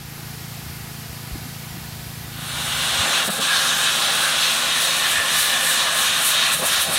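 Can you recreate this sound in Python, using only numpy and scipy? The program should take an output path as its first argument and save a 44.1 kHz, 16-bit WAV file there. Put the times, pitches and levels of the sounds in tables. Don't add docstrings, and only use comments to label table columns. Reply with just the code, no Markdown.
import sys
import numpy as np
from scipy import signal
from scipy.fft import rfft, irfft, next_fast_len
from scipy.io import wavfile
from scipy.ndimage import uniform_filter1d

SR = 44100
rng = np.random.default_rng(int(sys.argv[2]) if len(sys.argv) > 2 else 0)


def inscribe(sig):
    pcm = np.round(np.clip(np.atleast_2d(sig).T, -1, 1) * 32767)
    wavfile.write(sys.argv[1], SR, pcm.astype(np.int16))


def boost_factor(decibels):
    exponent = np.asarray(decibels, float) / 20
    return 10 ** exponent


N = 307950
TIME = np.arange(N) / SR
SIZE = next_fast_len(N)
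FREQ = np.maximum(np.arange(SIZE // 2 + 1) * SR / SIZE, 1)

# time in seconds, centre in Hz, level over the roar in dB.
RIDGE = [(2.3, 1442, -7), (3.1, 1652, -10), (3.4, 1610, -2.5), (3.95, 1609, -8), (4.3, 1607, -5),
         (4.7, 1767, -14), (5.05, 1774, -5), (5.75, 1748, -3), (6.1, 1581, -5.5), (6.5, 1720, -13),
         (6.62, 1700, -20), (6.75, 1528, -9), (6.98, 1550, -22)]
FADE_START_S, FADE_END_S = 2.284, 3.017


def curve(s, values):
    return np.interp(TIME, s, values)


def colour(points):
    hz, db = np.transpose(points)
    return boost_factor(np.interp(np.log(FREQ), np.log(hz), db, left=-120, right=-120))


def band_rms(gain, low_hz=0, high_hz=SR):
    inside = (FREQ > low_hz) & (FREQ < high_hz)
    return np.sqrt(np.sum(gain[inside] ** 2) / len(FREQ))


def walk(rate_hz):
    hold = int(SR / rate_hz)
    x = np.repeat(rng.standard_normal(N // hold + 1), hold)
    x = uniform_filter1d(uniform_filter1d(x, hold), hold)[:N]
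    return x / x.std()


def slices(gain, first_hz, count):
    spectrum = rfft(rng.standard_normal(SIZE)) * gain
    place = 3 * np.log2(FREQ / first_hz)
    for k in range(count):
        weight = np.clip(1 - np.abs(place - k), 0, 1)
        yield first_hz * 2 ** (k / 3), irfft(spectrum * weight, SIZE)[:N]


def bells(times, lifts_db, half_s):
    return sum(db * np.exp(-((TIME - s) / half) ** 2) for s, db, half in np.broadcast(times, lifts_db, half_s))


def cross_fade():
    return np.clip((TIME - FADE_START_S) / (FADE_END_S - FADE_START_S), 0, 1)


def lance():
    # time in seconds, lift in dB.
    swings = [
        (3.63, 1.5),
        (3.92, 1.5),
        (4.25, 1.2),
        (4.53, 3.5),
        (4.81, 3.5),
        (5.12, 3.5),
        (5.41, 9),
        (5.69, 7.5),
        (6, 8.5),
        (6.28, 10),
    ]
    # leaves in seconds, returns in seconds, depth in dB,
    # time to drop in seconds, time to recover in seconds.
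    slips = [
        (3.265, 3.415, -5, 0.025, 0.0095),
        (6.553, 6.653, -5.5, 0.024, 0.044),
        (6.836, 6.94, -5, 0.034, 0.027),
    ]
    # time in seconds, lift in dB.
    surges = [(2.52, 0), (2.6, 0.5), (2.82, 1.5), (3.18, 2), (3.56, 2.8), (3.7, 1.5), (3.86, 2.5),
              (4.448, 1.7), (5.8, 1.4), (6.1, 2), (6.43, 3.5), (6.755, 2.5), (6.975, 1.8)]
    # time in seconds, lift in dB, half length in seconds.
    slaps = [
        (2.6, 2, .08),
        (3.1, 4, .09),
        (3.293, 8, .016),
        (3.395, 6.5, .016),
        (4.15, 2, .1),
        (6.632, 12, .036),
        (6.91, 8.5, .04),
    ]
    # time in seconds, lift in dB.
    sprays = [
        (3.265, 5.5),
        (3.42, 5),
        (6.535, 9.5),
        (6.668, 11),
        (6.735, 4.5),
        (6.825, 9.5),
        (6.94, 8.5),
    ]
    # time in seconds, level in dB.
    catches = [
        (3.293, -11),
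        (3.397, -6),
        (6.615, -3),
        (6.888, -3),
    ]

    slip = 0
    for leave_s, return_s, depth_db, drop_s, recover_s in slips:
        gone = np.tanh((TIME - leave_s) / drop_s)
        back = np.tanh((TIME - return_s) / recover_s)
        slip = slip + depth_db * (gone - back) / 2
    swing = bells(*np.transpose(swings), 0.058)
    surge = bells(*np.transpose(surges), 0.046)
    spray = bells(*np.transpose(sprays), 0.024)
    catch = bells(*np.transpose(catches), 0.007)
    slap = bells(*np.transpose(slaps))

    slap_db = -36 - 0.18 * swing + 0.41 * slip + slap
    roar_db = -27 + 0.35 * slap + 1.37 * slip + 0.57 * surge
    bite_db = -23 + slip + surge
    spit_db = -34.5 + swing + spray + catch
    wander_db, wander_hz = 0.7, 24
    levels = [db + share * wander_db * walk(wander_hz)
              for db, share in zip((slap_db, roar_db, bite_db, spit_db), (1.1, 0.67, 0.72, 1.28))]
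    late_db = -3 * (1 - cross_fade())
    return levels, 0.067 * slip + catch + late_db


def ridge(roar_db):
    width_hz, flicker_db = 150, 3
    s, hz, db = np.transpose(RIDGE)
    low = signal.butter(2, width_hz / 2, fs=SR, output="sos")
    sway = signal.sosfilt(low, rng.standard_normal((2, N)))
    phase = 2 * np.pi * np.cumsum(curve(s, hz)) / SR
    tone = (sway[0] * np.cos(phase) + sway[1] * np.sin(phase)) / sway.std()
    return tone * boost_factor(roar_db + curve(s, db) + flicker_db * walk(14))


def jet():
    # frequency in Hz, density in dB per Hz.
    jet_colour = [(71, -63), (120, -28), (150, -10), (213, -9), (251, -11), (301, -12.5), (535, -11.5),
                  (892, -11.5), (1750, -2.5), (2110, -5.5), (3820, 1), (4780, -8.5), (9210, -4.5),
                  (12800, -11.5), (16000, -19)]
    # low edge in Hz, high edge in Hz.
    jet_bands = [(250, 900), (1000, 2000), (2400, 4600), (10000, 15500)]
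    # centre in Hz, width in Hz, lift in dB.
    hollows = [(534.4, 41, 9), (674, 78, 9), (791.4, 42, 9), (1055, 200, 5), (1980, 1140, -4.5),
               (4890, 420, -1.5), (7270, 710, -3.5)]
    # time in seconds, level in dB, half length in seconds.
    grooves = [
        (3.33, -2.5, 0.1),
        (3.6, -2, 0.23),
        (6.6, -2.5, .05),
    ]

    levels, lost_db = lance()
    gain = colour(jet_colour)
    for hz, width_hz, lift_db in hollows:
        gain = gain * boost_factor(lift_db / (1 + (2 * (FREQ - hz) / width_hz) ** 2))
    slap, roar, bite, spit = (db - 20 * np.log10(band_rms(gain, *band)) for db, band in zip(levels, jet_bands))

    ridge_hz = curve(*np.transpose(RIDGE)[:2])
    gap = (roar + bite) / 2 + 0.9 + 6 * (ridge_hz - 1700) / 1000
    gap = gap + bells(*np.transpose(grooves))
    scour = 0.89 * bite + 0.2 * spit + lost_db
    spray = 0.34 * bite + 0.6 * spit
    regions = [slap, roar, roar, gap, gap, bite, bite, scour, scour, spray, spit]
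    knots = np.log([700, 1100, 1650, 2000, 2500, 3100, 4300, 5200, 6600, 8200, 12000])

    sputter = walk(21)
    out = ridge(levels[1])
    for hz, part in slices(gain, first_hz=125, count=22):
        shares = [np.interp(np.log(hz), knots, row) for row in np.eye(len(knots))]
        db = sum(share * region for share, region in zip(shares, regions) if share > 0)
        treble = np.clip(np.log2(hz / 5000), 0, 1)
        flutter_db = 0.6 * treble * sputter + 0.5 * walk(6) + 0.8 * walk(20)
        out = out + part * boost_factor(db + flutter_db)
    return out * cross_fade() ** 0.92


def fading(db, left_db):
    opening_s, opening_db = 0.28, -3
    left = boost_factor(left_db)
    gain = left + (1 - left) * (1 - cross_fade()) ** 0.31
    return db + opening_db * np.clip(1 - TIME / opening_s, 0, 1) + 20 * np.log10(gain)


def far_hiss(db):
    # frequency in Hz, density in dB per Hz.
    far_colour = [(150, -32), (250, -25), (310, -6), (480, -10), (630, -10.5), (720, -4), (920, -8.5),
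                  (1950, -8), (3300, -10.5), (4600, -9.5), (6500, -13.5), (8700, -15), (12800, -11.5),
                  (16000, -18)]
    gain = colour(far_colour)
    parts = slices(gain / band_rms(gain), first_hz=250, count=19)
    return boost_factor(db) * sum(part * boost_factor(0.5 * walk(7)) for hz, part in parts)


def echoes(x, table, drift_ms):
    out = x
    for lag_ms, db in table:
        lag_s = (lag_ms + drift_ms * walk(1.5)) / 1000
        out = out + boost_factor(db) * np.interp(TIME - lag_s, TIME, x)
    return out / np.sqrt(1 + sum(boost_factor(db) ** 2 for lag_ms, db in table))


def engine(db):
    # multiple of the cycle rate, rms level in dB.
    harmonics = [(2, -56), (3, -67), (4, -41), (5, -38.5), (6, -42.5), (7, -56), (8, -46.5), (9, -58.5),
                 (10, -78), (11, -58), (12, -63), (13, -59.5), (14, -69)]
    cycle_hz, start_rad = 27.8, 2.403
    phase = 2 * np.pi * np.cumsum(cycle_hz * (1 + 0.001 * walk(2))) / SR
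    tones = 0
    for k, level_db in harmonics:
        angle = k * (phase + start_rad + 0.35 * np.log(k)) + 0.23 * walk(9.9)
        tones = tones + boost_factor(level_db + 0.41 * walk(6.4)) * np.cos(angle)
    return np.sqrt(2) * boost_factor(db) * tones


def pump():
    # frequency in Hz, rms level in dB at full fade.
    hum_lines = [(138.3, -56.5), (161.4, -47.5), (242.2, -51.5)]
    tones = 0
    for hz, db in hum_lines:
        phase = 2 * np.pi * np.cumsum(hz * (1 + 0.001 * walk(3))) / SR
        tones = tones + boost_factor(db + walk(5)) * np.sin(phase)
    sag_db = 3.5 - 1.12 * (TIME - FADE_START_S)
    return np.sqrt(2) * tones * boost_factor(sag_db) * cross_fade() ** 0.13


def bumps():
    # time in seconds, peak in dB, frequency in Hz, length in seconds.
    knocks = [ (.181, -24.5, 800, .0004), (.285, -30, 700, .0008), (1.1, -33, 70, .03),
              (1.335, -26, 54, .02), (1.345, -36, 100, .011), (1.358, -25, 290, .005),
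              (1.468, -31, 240, .009), (1.772, -34, 310, .008), (1.76, -30, 170, .012),
              (1.782, -28, 190, .008), (3.003, -25, 89, .015), (3.283, -27, 210, .007),
              (3.29, -31, 420, .008), (3.293, -23, 694, .0065), (3.298, -23, 200, .011),
              (3.397, -24.5, 200, .008), (3.395, -28, 450, .012), (5.19, -35, 80, .022),
              (6.0, -35, 170, .015), (6.56, -32, 150, .014), (6.603, -29, 170, .01), (6.628, -29, 190, .01),
              (6.625, -32, 390, .015), (6.632, -27, 790, .011), (6.64, -28, 1160, .012),
              (6.89, -32, 170, .012)]
    out = np.zeros(N)
    for s, db, hz, length_s in knocks:
        near = slice(int((s - 0.15) * SR), int((s + 0.15) * SR))
        t = TIME[near] - s
        out[near] -= boost_factor(db) * np.exp(-2 * (t / length_s) ** 2) * np.cos(2 * np.pi * hz * t)
    return out


def rumble(db):
    # frequency in Hz, density in dB per Hz.
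    rumble_colour = [(18, -16), (35, -15), (52, -9), (68, 2.5), (95, -1.5), (130, -9.5), (250, -14),
                     (400, -19.5)]
    gain = colour(rumble_colour)
    parts = slices(gain / band_rms(gain), first_hz=21.4, count=14)
    return boost_factor(db) * sum(part * boost_factor(0.74 * walk(4)) for hz, part in parts)


def scene():
    # lag in ms, level in dB.
    near_echoes = [(1.6, -17), (2.1, -25.5), (3.5, -17), (5, -25), (8.3, -15)]
    far_echoes = [(1.7, -52), (2.5, -38), (4.1, -15.5), (4.7, -17.5), (6.3, -17.5)]
    gust_start_s = 6.61
    gust_db = 8 * np.clip((TIME - gust_start_s) / (TIME[-1] - gust_start_s), 0, 1)
    near = echoes(jet(), near_echoes, drift_ms=0.083)
    far = echoes(far_hiss(fading(-37, left_db=-4)), far_echoes, drift_ms=0.031)
    low = engine(fading(-1.5, left_db=-20)) + rumble(fading(-42, left_db=-9) + gust_db)
    mono = near + far + low + pump() + bumps()
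    return np.array([mono, mono])


def loosen(mono):
    # time in seconds, centre in Hz.
    loose = [ (.712, 10300), (.852, 15100), (1.107, 10300), (1.293, 13100), (1.361, 9600), (1.686, 6900),
             (2.105, 15100), (2.152, 12700), (2.199, 8300), (2.499, 5800), (2.64, 9000), (2.664, 6900),
             (2.664, 12000), (2.755, 6200), (2.755, 9000), (3.08, 5900), (4.078, 6400), (4.195, 10100),
             (4.195, 12500), (4.428, 5700), (4.428, 11800), (4.473, 9700), (4.636, 10400), (4.707, 5600),
             (4.707, 8300), (4.9, 5400), (5.89, 7400), (5.89, 12500), (6.771, 10000), (6.887, 5600)]
    # start in seconds, end in seconds.
    upsets = [
        (2.93, 3.05),
        (3.395, 3.465),
        (3.66, 3.755),
        (4.055, 4.13),
    ]
    low_hz, high_hz, strips = 9300, 14500, 6
    patch_s, loose_hz, strip_hz = 0.034, 1700, 650

    hz, s, mid = signal.stft(mono, SR, nperseg=512)
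    spells = []
    for start_s, end_s in upsets:
        places = (rng.permutation(strips) + rng.random(strips)) / strips
        for at_s, place in zip(np.linspace(start_s, end_s, strips), places):
            spells.append((at_s, low_hz + (high_hz - low_hz) * place))
    angle = np.zeros(mid.shape)
    for table, width_hz, turn_rad in (([*loose, *spells], loose_hz, 0.5), (spells, strip_hz, np.pi / 2)):
        for at_s, centre_hz in table:
            patch = np.ix_(np.abs(hz - centre_hz) < width_hz / 2, np.abs(s - at_s) < patch_s / 2)
            angle[patch] = turn_rad
    other = np.roll(mid, 4, axis=1)
    mid, side = mid * np.cos(angle), other * np.sin(angle)
    return signal.istft(np.array([mid + side, mid - side]), SR, nperseg=512)[1][:, :N]


def top_cut(x):
    return signal.sosfilt(signal.butter(12, 16620, fs=SR, output="sos"), x)


def record(dry):
    low_pass = signal.ellip(10, 0.2, 80, 15750, fs=SR, output="sos")
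    cut = signal.sosfilt(low_pass, dry[0])
    return top_cut(loosen(cut))


dry = scene()
out = record(dry)
inscribe(out)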